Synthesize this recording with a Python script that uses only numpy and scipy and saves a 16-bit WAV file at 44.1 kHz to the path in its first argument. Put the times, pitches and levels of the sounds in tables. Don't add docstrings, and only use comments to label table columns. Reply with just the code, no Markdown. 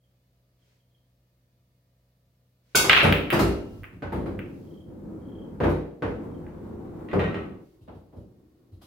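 import sys
import numpy as np
from scipy import signal
from scipy.fft import rfft, irfft
from scipy.io import wavfile

SR = 44100
rng = np.random.default_rng(int(sys.argv[2]) if len(sys.argv) > 2 else 0)


def wrap_up_sound(samples):
    columns = np.atleast_2d(samples).T
    tamed = np.clip(columns, -1, 1)
    steps = np.round(tamed * 32767).astype(np.int16)
    wavfile.write(sys.argv[1], SR, steps)


N = 390726
SPAN = 32768
T = np.arange(SPAN) / SR
TIME = np.arange(N) / SR
LN_1000 = np.log(1000)

# (frequency [Hz], t60 [s])
ROOM_DECAY = [(60, 0.37), (200, 0.74), (450, 0.73), (1000, 0.47), (2500, 0.49), (6000, 0.5), (15000, 0.32)]
# (left delay [ms], right delay [ms], relative gain)
REFLECTIONS = [(.6, .45, 0.61), (2.5, 2.5, 0.67), (3.1, 3.1, 0.26), (7.2, 7.5, 0.24)]
# (frequency [Hz], level [dB])
HUM_PARTIALS = [(59.2, -72), (123.8, -66.5), (183.0, -77.5), (247.6, -83), (430.7, -93), (489.9, -84.5),
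                (554.5, -84), (613.7, -88), (678.3, -87)]
# (time [s], strokes [count], relative level [dB])
CRICKET_CHIRPS = [(0.0, 2, -81), (0.586, 2, -80), (.765, 2, -82), (.91, 2, -76), (4.637, 6, -69.5),
                  (5.217, 7, -66), (6.309, 2, -72)]
# (start [s], length [s], level [dB])
GLOVE_SLIDES = [(.57, .27, -73.5), (2.623, 0.27, -70)]
CLOTHES_RUSTLES = [(3.6, 0.32, -66), (4.35, 0.55, -69.5), (7.55, 0.28, -74.5)]
# (time [s], level [dB], contact corner [Hz], relative boom [dB], relative rattle [dB])
TABLE_KNOCKS = [(2.7485, -24.5, 1460, -12, -44), (2.8430, -24, 1336, -9, -21),
                (3.0300, -18.5, 825, -2.5, -18), (3.0450, -18.5, 1380, -11, -50),
                (3.0750, -23.5, 410, -6.5, -39), (3.3258, -17, 1250, -16, -19),
                (3.3920, -19, 1140, -5.5, -14), (3.4300, -26, 540, 0, -35), (3.9250, -44, 196, -5, -30),
                (4.0225, -31.5, 1100, -4, -37), (4.1230, -29, 1007, -3, -26), (4.2600, -36.5, 1000, 0, -28),
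                (5.6030, -22.5, 882, -2, -39.5), (5.6360, -18, 906, -17.5, -36.5),
                (5.6930, -29, 804, 0, -24), (6.0225, -24.5, 1040, -8, -39), (7.1320, -20, 730, -11, -40.5),
                (7.1550, -24.5, 330, -4.5, -47), (7.1930, -24, 690, -22, -40),
                (7.3435, -33, 960, -5.5, -51)]
FOOTSTEPS = [(7.8090, -53, 130.6, 0, -18), (7.8780, -42.5, 1047, -5.5, -37), (7.9400, -50, 300, 4.5, -24.5),
             (8.1270, -48.5, 687, -5, -30), (8.1600, -41, 257, -7.5, -32), (8.7180, -54, 181, 8, -17.5),
             (8.8140, -54, 3540, -8, -3)]
# (time [s], level [dB], relative direct sound [dB], relative snap [dB])
BALL_CLACKS = [(2.8961, -12, 1, -28), (2.8975, -17, 14, -26), (2.9101, -23, 6, -28), (2.9235, -32, 6, -30),
               (2.931, -17, 9, -28), (2.9348, -23, 10, -25), (2.9483, -22.5, 9, -27),
               (2.9650, -17.5, -3.5, -21), (3.0000, -22, -9, -26), (3.125, -23, 6, -14),
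               (3.3033, -26.5, 0.5, -10), (3.8341, -49.5, 3, -10), (3.842, -47, 8, -37),
               (4.3915, -43.5, 6.5, -16.5), (6.466, -58.5, 5.5, -29)]
# (time [s], level [dB])
POCKET_HITS = [(3.043, -28.5), (3.394, -34.5)]
TRAY_HITS = [(7.0870, -47), (7.1141, -44), (7.194, -31.5), (7.241, -35.5), (7.3443, -39)]
# (start [s], end [s], full-speed roll [dB], bounce [dB], grit [dB], cabinet boom [dB])
CHANNEL_LEGS = [(3.448, 3.84, -66, -53.5, -0.5, 14.5), (4.137, 4.795, -47.5, -29.5, -22.5, -7),
                (4.85, 5.618, -40.5, -49, -16.5, -5.5), (6.06, 7.126, -39, -40.5, -13, -6.5),
                (7.2, 7.56, -52, -35, -13.5, -6)]

# (frequency [Hz], relative level [dB], t60 [s])
SHAFT_MODES = [(1470, 5.5, 0.06), (1502, -6.5, .19), (2190, -10.5, 0.36), (2287, -12.5, 0.14),
               (3792, -13.5, .36)]
CABINET_MODES = [(59.5, -3, 0.42), (78, -8.5, 0.27), (92.5, 6.5, 0.24), (99.24, -4, 0.2887)]
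PANEL_MODES = [(156.95, -1.5, 0.41), (194, 2, 0.28), (246.7, -3, .16), (310, -3.5, 0.17), (348.4, 1, .18),
               (397.5, -3, 0.33), (453, 0.5, 0.086), (491, -0.5, 0.16), (569, 0, 0.18), (890, -4.5, 0.055),
               (1224, -2.5, .1), (1493, -1, .05), (2016, -4.5, 0.045)]
CASTING_MODES = [(1322, 4.5, 0.11), (1340, -20, 1.3), (2130, -12, .3), (2640, -18, 0.51), (2846, -23, 1.2)]
BALL_TRAY_MODES = [(1170, 2, 0.19), (1332, 0, 0.24), (1495, 0, 0.16), (1890, 6.5, 0.076), (2043, -1.5, .09),
                   (2440, -13, 0.12), (2920, -11, 0.11), (3620, -4, 0.055), (3980, -5.5, 0.033)]

# (frequency [Hz], relative level [dB])
AIR_COLOUR = [(25, -17.5), (60, -3.5), (120, -5), (170, -16), (290, -19), (550, -23), (900, -27.5),
              (2500, -31), (5000, -32.5), (8000, -44), (15500, -30.5)]
GLOVE_COLOUR = [(200, -8.5), (450, 0), (1000, -9), (2200, -4.5), (3300, -7.5), (5500, -8.5), (8000, -14.5),
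                (15000, -26.5)]
CUE_TIP_COLOUR = [(100, -14.5), (500, -6), (1200, 5.5), (1550, -2), (1850, -26.5), (2500, 5), (3300, -8.5),
                  (4500, -24), (15000, -35)]
SHAFT_SLAP_COLOUR = [(500, -21.5), (1900, -21.5), (2600, 2.5), (4300, 0), (6000, -2.5), (8500, -3),
                     (11000, 1), (13000, -4), (15500, -8)]
TABLE_COLOUR = [(40, -29), (110, -2), (180, -2), (450, -1.5), (750, -5), (1300, -5), (2500, -6),
                (5000, -14), (15000, -27.5)]
RATTLE_COLOUR = [(500, -24.5), (2000, -1.5), (4000, 5), (6800, -7.5), (10000, -2.5), (12500, -2.5),
                 (15500, -11)]
CLACK_COLOUR = [(150, -28.5), (500, -11), (950, -5.5), (1300, -0.5), (1800, 0), (2700, 3.5), (3300, -2.5),
                (3900, -6.5), (4700, -10.5), (7000, -16), (15000, -12)]
SNAP_COLOUR = [(3000, -29), (7000, -15.5), (10500, -4.5), (13000, -2.5), (15000, 4)]
SLATE_ROLL_COLOUR = [(50, -3.5), (110, -2.5), (200, -10), (330, -2), (420, -11.5), (600, -23),
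                     (1200, -26.5), (3000, -50.5)]
CHANNEL_ROLL_COLOUR = [(90, -16), (135, -8.5), (184, 1), (290, 0), (390, -6), (520, -10.5), (740, -29.5),
                       (1200, -30.5), (3000, -57)]
GRIT_COLOUR = [(300, -19), (600, 5.5), (1000, 0.5), (1500, -9), (2500, -20.5), (5000, -33)]
CLOTHES_COLOUR = [(500, -17), (2000, -2), (5000, -1.5), (8000, -9), (15000, -5)]
FLOOR_COLOUR = [(45, -25), (90, 2), (180, -3.5), (450, -3.5), (1000, -8), (1450, -10.5), (1900, -18),
                (3200, -10), (6000, -20.5), (15000, -36.5)]


def amp(db):
    return 10 ** (np.asarray(db) / 20)


def along(points, hz):
    points_hz, values = np.transpose(points)
    return np.interp(np.log(np.maximum(hz, 1)), np.log(points_hz), values)


def unit(x):
    return x / np.sqrt(np.sum(x ** 2) / len(np.atleast_2d(x)))


def burst(x, db):
    return unit(x) * amp(db) * np.sqrt(SR / 20)


def level(x, db):
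    return x * amp(db) / np.sqrt(np.mean(x ** 2))


def through(x, response):
    x, response = (np.atleast_2d(v).astype(np.float32) for v in (x, response))
    return signal.fftconvolve(x, response, axes=1)[:, :x.shape[-1]].astype(float)


def add(out, time_s, x):
    start = max(int(time_s * SR), 0)
    out[:, start:start + x.shape[-1]] += x[..., :N - start]


def pulse(colour, corner_hz=np.inf, order=2):
    hz = np.fft.rfftfreq(4096, 1 / SR)
    magnitude = amp(along(colour, hz)) / np.hypot(1, (hz / corner_hz) ** order)
    cepstrum = irfft(np.log(magnitude))
    fold = 1 + np.sign(len(cepstrum) / 2 - np.arange(len(cepstrum)))
    fold[0] = 1
    return unit(irfft(np.exp(rfft(cepstrum * fold))))


def ring(modes, scatter_db=0):
    hz, db, t60_s = np.transpose(modes)[:, :, None]
    gains = amp(db[:, 0] + scatter_db * rng.standard_normal(len(modes)))
    decay = np.exp(-np.minimum(LN_1000 * T / t60_s, 20))
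    return unit(gains @ (np.sin(2 * np.pi * hz * T) * decay))


def chatter(decay_s):
    return unit(rng.standard_normal(SPAN) * np.exp(-np.minimum(T / decay_s, 20)))


def room(build_s=0.002, coherent_hz=520):
    hz = np.fft.rfftfreq(SPAN, 1 / SR)
    mid, side = rfft(rng.standard_normal((2, SPAN), dtype=np.float32))
    coherence = 1 / (1 + (hz / coherent_hz) ** 2)
    mid, side = mid * np.sqrt(1 + coherence), side * np.sqrt(1 - coherence)
    ears = np.array([mid + side, mid - side])
    centres_hz, t60s_s = np.transpose(ROOM_DECAY)
    band_index = along(np.c_[centres_hz, np.arange(len(centres_hz))], hz)
    tail = np.zeros((2, SPAN))
    for k, t60_s in enumerate(t60s_s):
        band = irfft(ears * np.maximum(1 - abs(band_index - k), 0))
        tail += band * np.exp(-LN_1000 * T / t60_s)
    return unit(tail * (1 - np.exp(-T / build_s)))


def space(direct_db):
    near = np.zeros((2, SPAN))
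    near[:, 0] = 1
    for left_ms, right_ms, gain in REFLECTIONS:
        near[0, int(left_ms * SR / 1000)] += gain
        near[1, int(right_ms * SR / 1000)] += gain
    return amp(direct_db) * unit(near) / 2 + room()


def background(air_db=-71.5, hiss_db=-83):
    hum = sum(amp(db) * np.sin(2 * np.pi * (hz * TIME + rng.random())) for hz, db in HUM_PARTIALS)
    air = through(rng.standard_normal(N), through(room(), pulse(AIR_COLOUR)))
    return hum + level(air, air_db) + amp(hiss_db) * rng.standard_normal((2, N))


def cricket(glide_hz=(3400, 2980), stroke_s=0.016, period_s=0.033, swell_db=11):
    out = np.zeros((2, N))
    progress = np.linspace(0, 1, int(stroke_s * SR))
    for time_s, strokes, db in CRICKET_CHIRPS:
        for k, effort in enumerate(np.linspace(0, 1, strokes)):
            hz = np.interp(progress, [0, 1], glide_hz) * (1 + 0.008 * rng.standard_normal())
            stroke = np.sin(np.pi * progress) * np.sin(2 * np.pi * np.cumsum(hz) / SR)
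            add(out, time_s + k * period_s, burst(stroke, db - swell_db * (1 - effort) ** 2))
    return 0.6 * out + 0.65 * through(out, room())


def fabric_rubs(rows, colour):
    swell = np.zeros(N)
    for start_s, length_s, db in rows:
        swell += amp(db) * np.sin(np.pi * np.clip((TIME - start_s) / length_s, 0, 1))
    return swell * level(through(rng.standard_normal((2, N)), pulse(colour)), 0)


def cue_strike(shaft_rise_s=0.0036):
    out = np.zeros((2, N))
    tip = through(space(direct_db=-10.5), pulse(CUE_TIP_COLOUR))
    add(out, 2.7483, burst(tip, db=-24))
    shaft = ring(SHAFT_MODES) * (1 - np.exp(-T / shaft_rise_s))
    add(out, 2.7485, burst(shaft, db=-24.5) + burst(through(room(), shaft), db=-24.5))
    slap = through(chatter(decay_s=0.00073), pulse(SHAFT_SLAP_COLOUR))
    add(out, 2.7542, burst(through(space(direct_db=-8), slap), db=-17.5))
    return out


def wood_blows(rows, colour, ring_db, boom_rise_s, rattle_s, direct_db):
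    out = np.zeros((2, N))
    for time_s, db, corner_hz, boom_db, rattle_db in rows:
        excited = [(hz, mode_db - 10 * np.log10(1 + (hz / corner_hz) ** 4), t60_s)
                   for hz, mode_db, t60_s in PANEL_MODES]
        thud = amp(ring_db) * ring(excited, scatter_db=11)
        contact = pulse(colour, corner_hz)
        thud[:len(contact)] += contact
        rattle = amp(rattle_db) * unit(through(chatter(rattle_s), pulse(RATTLE_COLOUR)))
        boom = ring(CABINET_MODES, scatter_db=2.5) * (1 - np.exp(-T / boom_rise_s)) ** 2
        knock = through(unit(thud) + rattle, space(direct_db))
        add(out, time_s, burst(knock, db) + burst(boom, db + boom_db))
    return out


def ball_clacks(ref_corner_hz=3550, ref_db=-24, hardening_power=0.14):
    out = np.zeros((2, N))
    for time_s, db, direct_db, snap_db in BALL_CLACKS:
        corner_hz = ref_corner_hz * amp(db - ref_db) ** hardening_power
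        click = pulse(CLACK_COLOUR, corner_hz, order=5) + amp(snap_db) * pulse(SNAP_COLOUR)
        add(out, time_s, burst(through(space(direct_db), click), db))
    return out


def bumps(response, spread_db=4, rate_per_s=600):
    size, scatter = rng.standard_normal((2, N), dtype=np.float32)
    hits = (rng.random(N, dtype=np.float32) < rate_per_s / SR) * size * amp(spread_db * scatter)
    return level(through(hits, through(room(), response)), 0)


def cloth_roll(break_s=2.9, skid_s=0.39, roll_s=7.5, skid_db=-35.5, rumble_db=-61, hiss_db=-75):
    age_s = np.maximum(TIME - break_s, 0)
    speed = np.maximum(1 - age_s / roll_s, 0)
    skid = amp(skid_db) * np.exp(-age_s / skid_s)
    rumble = np.hypot(skid, amp(rumble_db)) * bumps(pulse(SLATE_ROLL_COLOUR))
    hiss = amp(hiss_db) * speed ** 0.92 * rng.standard_normal((2, N))
    return (TIME > break_s) * (rumble + hiss)


def metal_clanks(rows, modes, detune, ring_db=3.5, snap_db=-39):
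    out = np.zeros((2, N))
    click = pulse(CLACK_COLOUR, corner_hz=3140, order=5) + amp(snap_db) * pulse(SNAP_COLOUR)
    for time_s, db in rows:
        loaded = [(hz * (1 + detune * rng.standard_normal()), mode_db, t60_s)
                  for hz, mode_db, t60_s in modes]
        clank = amp(ring_db) * ring(loaded)
        clank[:len(click)] += click
        add(out, time_s, burst(through(clank, space(direct_db=0)), db))
    return out


def return_channel(attack_s=0.038, release_s=0.14, entry_speed=0.54, gather_s=0.1, settle_s=0.3):
    roll_gain, grit_gain, boom_gain = np.zeros((3, N))
    for start_s, end_s, roll_db, bounce_db, grit_db, boom_db in CHANNEL_LEGS:
        age_s = np.maximum(TIME - start_s, 0)
        on_leg = np.minimum(age_s / attack_s, 1) * np.clip(1 - (TIME - end_s) / release_s, 0, 1)
        speed = 1 - (1 - entry_speed) * np.exp(-age_s / gather_s)
        bounce = amp(bounce_db) * np.exp(-age_s / settle_s)
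        force = on_leg * np.hypot(amp(roll_db) * speed, bounce)
        roll_gain += force
        grit_gain += force * speed * amp(grit_db)
        boom_gain += force * amp(boom_db)
    rumble = amp(-1.5) * bumps(pulse(CHANNEL_ROLL_COLOUR))
    panels = amp(-6) * bumps(ring([(hz, db, t60_s) for hz, db, t60_s in PANEL_MODES if hz < 560]))
    hiss = amp(-41.5) * rng.standard_normal((2, N))
    boom = bumps(ring(CABINET_MODES[1:]) + amp(-8) * ring(CABINET_MODES[:1]))
    grit = bumps(pulse(GRIT_COLOUR))
    return roll_gain * (rumble + panels + hiss) + boom_gain * boom + grit_gain * grit


def scene():
    pocket = metal_clanks(POCKET_HITS, CASTING_MODES, detune=0.002)
    tray = metal_clanks(TRAY_HITS, BALL_TRAY_MODES, detune=0.0257)
    knocks = wood_blows(TABLE_KNOCKS, TABLE_COLOUR,
                        ring_db=-2.5, boom_rise_s=0.057, rattle_s=0.007, direct_db=-5.5)
    steps = wood_blows(FOOTSTEPS, FLOOR_COLOUR,
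                       ring_db=-18, boom_rise_s=0.012, rattle_s=0.017, direct_db=-11)
    glove = fabric_rubs(GLOVE_SLIDES, GLOVE_COLOUR)
    clothes = fabric_rubs(CLOTHES_RUSTLES, CLOTHES_COLOUR)
    player = glove + cue_strike() + clothes + steps
    balls = knocks + ball_clacks() + cloth_roll() + pocket + return_channel() + tray
    return player + balls + cricket() + background()


def record(dry, low_hz=42, top_hz=15950, max_duck_db=3.5, release_db_per_s=60):
    x = signal.sosfilt(signal.butter(3, low_hz, "highpass", fs=SR, output="sos"), dry)
    over_db = np.clip(20 * np.log10(np.abs(x).max(axis=0) + 1e-9), 0, max_duck_db)
    recovery_db = release_db_per_s * TIME
    ducked = x * amp(recovery_db - np.maximum.accumulate(over_db + recovery_db))
    rounded = ducked / (1 + ducked ** 6) ** (1 / 6)
    return signal.sosfilt(signal.ellip(10, 0.1, 70, top_hz, fs=SR, output="sos"), rounded)


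dry = scene()
out = record(dry)
wrap_up_sound(out)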